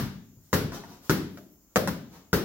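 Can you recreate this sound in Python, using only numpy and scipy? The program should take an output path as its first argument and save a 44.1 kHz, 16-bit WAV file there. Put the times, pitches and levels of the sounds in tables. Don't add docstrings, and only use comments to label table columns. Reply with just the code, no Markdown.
import sys
import numpy as np
from scipy import signal
from scipy.fft import rfft, irfft
from scipy.io import wavfile
from scipy.ndimage import uniform_filter1d

SR = 44100
rng = np.random.default_rng(int(sys.argv[2]) if len(sys.argv) > 2 else 0)


def waveform_to_disk(signal):
    frames = np.transpose(np.atleast_2d(signal))
    scaled = np.clip(frames, -1, 1) * 32767
    samples = np.round(scaled).astype(np.int16)
    wavfile.write(sys.argv[1], SR, samples)


def voltage_ratio(level):
    return 10 ** (np.asarray(level, float) / 20)


N = 107736
EARLIER_S = 0.1
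HALL_DB = 8.5


def evened(x):
    return x / np.sqrt(np.mean(x ** 2) + 1e-20)


def read(points, hz):
    f, value = np.transpose(points)
    return np.interp(np.log(hz + 1), np.log(f + 1), value)


def colour(x, points):
    hz = np.fft.rfftfreq(x.shape[-1], 1 / SR)
    return irfft(rfft(x) * voltage_ratio(read(points, hz)), x.shape[-1])


def causal(gain):
    log_gain = np.log(np.r_[gain, gain[-2:0:-1]] + 1e-5)
    return np.fft.ifft(np.exp(log_gain - 1j * signal.hilbert(log_gain).imag)).real


def smack(strength_db, ring_hz, ring_db, snap_db):
    # frequency in Hz, level in dB.
    foam = [(200, -7), (700, -6.5), (1500, 1), (2500, -10.5), (5500, -9), (8500, -20.5), (15000, -8.5)]
    # frequency in Hz, level in dB.
    facing = [(2000, 2.5), (3000, -4.5), (4500, -6), (7000, 0.5), (15000, -19)]
    lead = 441
    t = np.arange(-lead, 3655) / SR
    since_contact = np.maximum(t - 0.0005, 0)

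    def mode(hz, t60):
        return np.sin(2 * np.pi * hz * since_contact) * voltage_ratio(-60 * since_contact / t60)

    brush = voltage_ratio(-29.5) * np.exp(t / 0.00092)
    envelope = np.where(t < 0, brush, voltage_ratio(-60 * t / 0.014))
    crackle_db = 3.5 * np.repeat(rng.exponential(1, 128), 32)
    cells = rng.standard_normal(len(t)) * voltage_ratio(crackle_db)
    puff = voltage_ratio(-1 + snap_db) * envelope * evened(colour(cells, foam))

    snap = np.roll(causal(voltage_ratio(read(foam, np.fft.rfftfreq(len(t), 1 / SR)))), lead)
    snap = -2 * voltage_ratio(1 + snap_db) * snap / snap.max()
    thud = mode(184, 0.018)
    ring = voltage_ratio(ring_db) * mode(ring_hz, 0.024)

    spectra = rfft(np.array([thud, ring, snap])) * voltage_ratio([[0], [-5], [0]])
    spread = np.roll(causal(np.linalg.norm(spectra, axis=0)), lead)
    direct = thud + ring + colour(snap + puff, facing)
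    return voltage_ratio(strength_db) * direct, voltage_ratio(strength_db) * spread


def pair(z, hz):
    # frequency in Hz, left-right likeness from -1 to 1.
    likeness = [(60, .98), (180, .94), (350, .83), (700, .6), (1400, .2), (3000, 0), (6500, -.3),
                (8200, .8)]
    same = np.clip(read(likeness, hz), -1, 1)[:, None]
    return np.array([z[0], same * z[0] + np.sqrt(1 - same ** 2) * z[1]])


def hall(x, spread):
    # frequency in Hz, t60 in seconds.
    decay = [(60, 0.52), (170, 0.7), (280, 0.81), (400, 0.53), (800, 0.51), (1500, 0.44), (3000, 0.57),
             (15000, 0.29)]
    # frequency in Hz, level in dB, t60 in seconds.
    low_modes = [(95, -63.5, 0.6), (195.5, -61, 0.81), (270.4, -59.5, 0.85), (412, -58.5, 0.74)]
    # delay in seconds, level in dB.
    echoes = [(.0024, -7), (.0042, -6), (.0078, -5), (.0098, -8), (.013, -8), (.017, -9)]

    clicks = np.zeros((2, SR))
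    at = np.arange(0, SR - 20, 20) + rng.integers(0, 20, (2, (SR - 1) // 20))
    np.put_along_axis(clicks, at, rng.choice([-1., 1.], at.shape), 1)
    hz, t, z = signal.stft(clicks, SR, nperseg=512)
    decayed = pair(z, hz) * voltage_ratio(-60 * t / read(decay, hz)[:, None])
    tail = signal.istft(decayed, SR, nperseg=512)[1][:, :SR]

    t = np.arange(SR) / SR
    rise = 1 - np.exp(-t / 0.0072)
    early_scatter = voltage_ratio(-2.5 - 60 * t / 0.12)
    tail = tail * rise * (1 + early_scatter)
    modes = np.zeros(SR)
    for f, db, t60 in low_modes:
        modes += voltage_ratio(db - 60 * t / t60) * np.sin(2 * np.pi * (f * t + rng.random()))
    tail = voltage_ratio(HALL_DB) * (tail / np.linalg.norm(tail[0]) + modes)

    early = np.zeros((2, SR))
    early[[0, 1], [4, 0]] = 1
    for s, db in echoes:
        shift, side, sign = rng.uniform(-1, 1, 3)
        at = round(s * (1 + 0.12 * shift) * SR)
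        early[[0, 1], [at, at + round(8 * side)]] += voltage_ratio(db) * np.sign(sign)
    return signal.fftconvolve(x[None], early, axes=1) + signal.fftconvolve(spread[None], tail, axes=1)


def air():
    # frequency in Hz, level in dB per Hz.
    air_spectrum = [(25, 7), (160, -24.5), (290, -11), (430, -23), (3800, -41.5), (7000, -23), (8500, -44),
                    (15000, -26.5)]
    frames, hz = N // 256 + 5, np.fft.rfftfreq(1024, 1 / SR)
    a, b, c, d, patches = rng.standard_normal((frames, 513, 5)).T
    patches = evened(uniform_filter1d(uniform_filter1d(patches, 12, 0), 14, 1))
    level_db = read(air_spectrum, hz)[:, None] + 1.2 * patches
    z = pair([a + 1j * b, c + 1j * d], hz) * voltage_ratio(level_db)
    return voltage_ratio(-57) * evened(signal.istft(z, nperseg=1024, noverlap=768)[1][:, :N])


def rustle(length, level_db, tilt_db):
    # frequency in Hz, level in dB.
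    cloth_spectrum = [(100, -35.5), (700, -13), (1300, -7.5), (2500, -8.5), (6000, 7), (8500, -1.5),
                      (15000, 12.5)]
    grains_per_s, grain_db = 4000, 2.5
    t = np.linspace(-1, 1, 8192)
    stroke = np.exp(-0.5 * (t * 4096 / SR / (length / 4)) ** 2)
    size = voltage_ratio(grain_db * np.minimum(rng.exponential(1, len(t)), 5))
    grains = size * (rng.random(len(t)) < grains_per_s / SR)
    cloth = colour(grains * rng.choice([-1., 1.], len(t)), cloth_spectrum)
    cloth = colour(cloth, [(100, -3.3 * tilt_db), (12800, 11.0 * tilt_db)])
    return voltage_ratio(level_db) * stroke * evened(cloth)


def add(mix, s, sound):
    part = mix[:, round((s + EARLIER_S) * SR):][:, :sound.shape[1]]
    part += sound[:, :part.shape[1]]


def scene():
    # start in seconds, strength in dB, tube ring in Hz,
    # ring over thud in dB, snap over thud in dB.
    smacks = [
        (-.045, -19, 137, 5.5, 5),
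        (0.5299, -15, 445, -0.5, 4),
        (1.096, -16.5, 339, 2.5, 4),
        (1.7596, -18, 555, 5, 3.5),
        (2.3305, -16.5, 434, 2, 4),
    ]
    # start in seconds, strength in dB, ring in Hz, ring
    # over thud in dB, snap over thud in dB.
    taps = [
        (0.372, -61, 95, 23.5, -43),
        (.645, -27, 62.2, 9.5, -45),
        (.721, -45, 1130, 6, 14.5),
        (.837, -47.5, 950, 7.5, 6.5),
        (1.373, -49.5, 630, 9.5, 10),
        (1.8751, -20.5, 1010, -8.5, 3.5),
    ]
    # middle in seconds, length in seconds, level in dB, tilt in units of about 2 dB per
    rustles = [
        (0.491, 0.27, -62, -2),
        (0.74, 0.047, -37.5, -4.5),
        (0.904, 0.14, -51.5, -4.5),
        (1.05, .09, -50, -3),
        (1.354, 0.3, -60.5, 0),
        (1.518, 0.11, -61, 13),
        (1.712, 0.096, -71, -4.5),
        (2.141, 0.092, -50.5, -4.5),
        (2.317, 0.045, -71, -22),
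    ]
    mix = np.zeros((2, N + round(EARLIER_S * SR)))
    for rows, spread_db in ((smacks, 0), (taps, -4)):
        for s, *row in rows:
            direct, spread = smack(*row)
            add(mix, s - 0.01, hall(direct, voltage_ratio(spread_db) * spread))
    for s, *row in rustles:
        cloth = rustle(*row) / voltage_ratio(HALL_DB)
        add(mix, s - 4096 / SR, hall(cloth, cloth))
    return mix[:, -N:] + air()


def roll_off(x):
    return signal.sosfilt(signal.butter(12, 16800, fs=SR, output="sos"), x)


def record(dry):
    # frequency in Hz, left over right in dB.
    lean = [(30, 1.4), (250, 2.6), (7000, 2.2), (8200, -1.6)]
    hz = np.fft.rfftfreq(N, 1 / SR)
    lean_db = read(lean, hz) * np.array([[0.5], [-0.5]])
    edge_db = np.interp(hz, [15900, 16300], [0, -25])
    low_cut = signal.butter(2, 77, "high", fs=SR, output="sos")
    cut = signal.sosfilt(low_cut, dry)
    return roll_off(irfft(rfft(cut) * voltage_ratio(lean_db + edge_db), N))


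dry = scene()
out = record(dry)
waveform_to_disk(out)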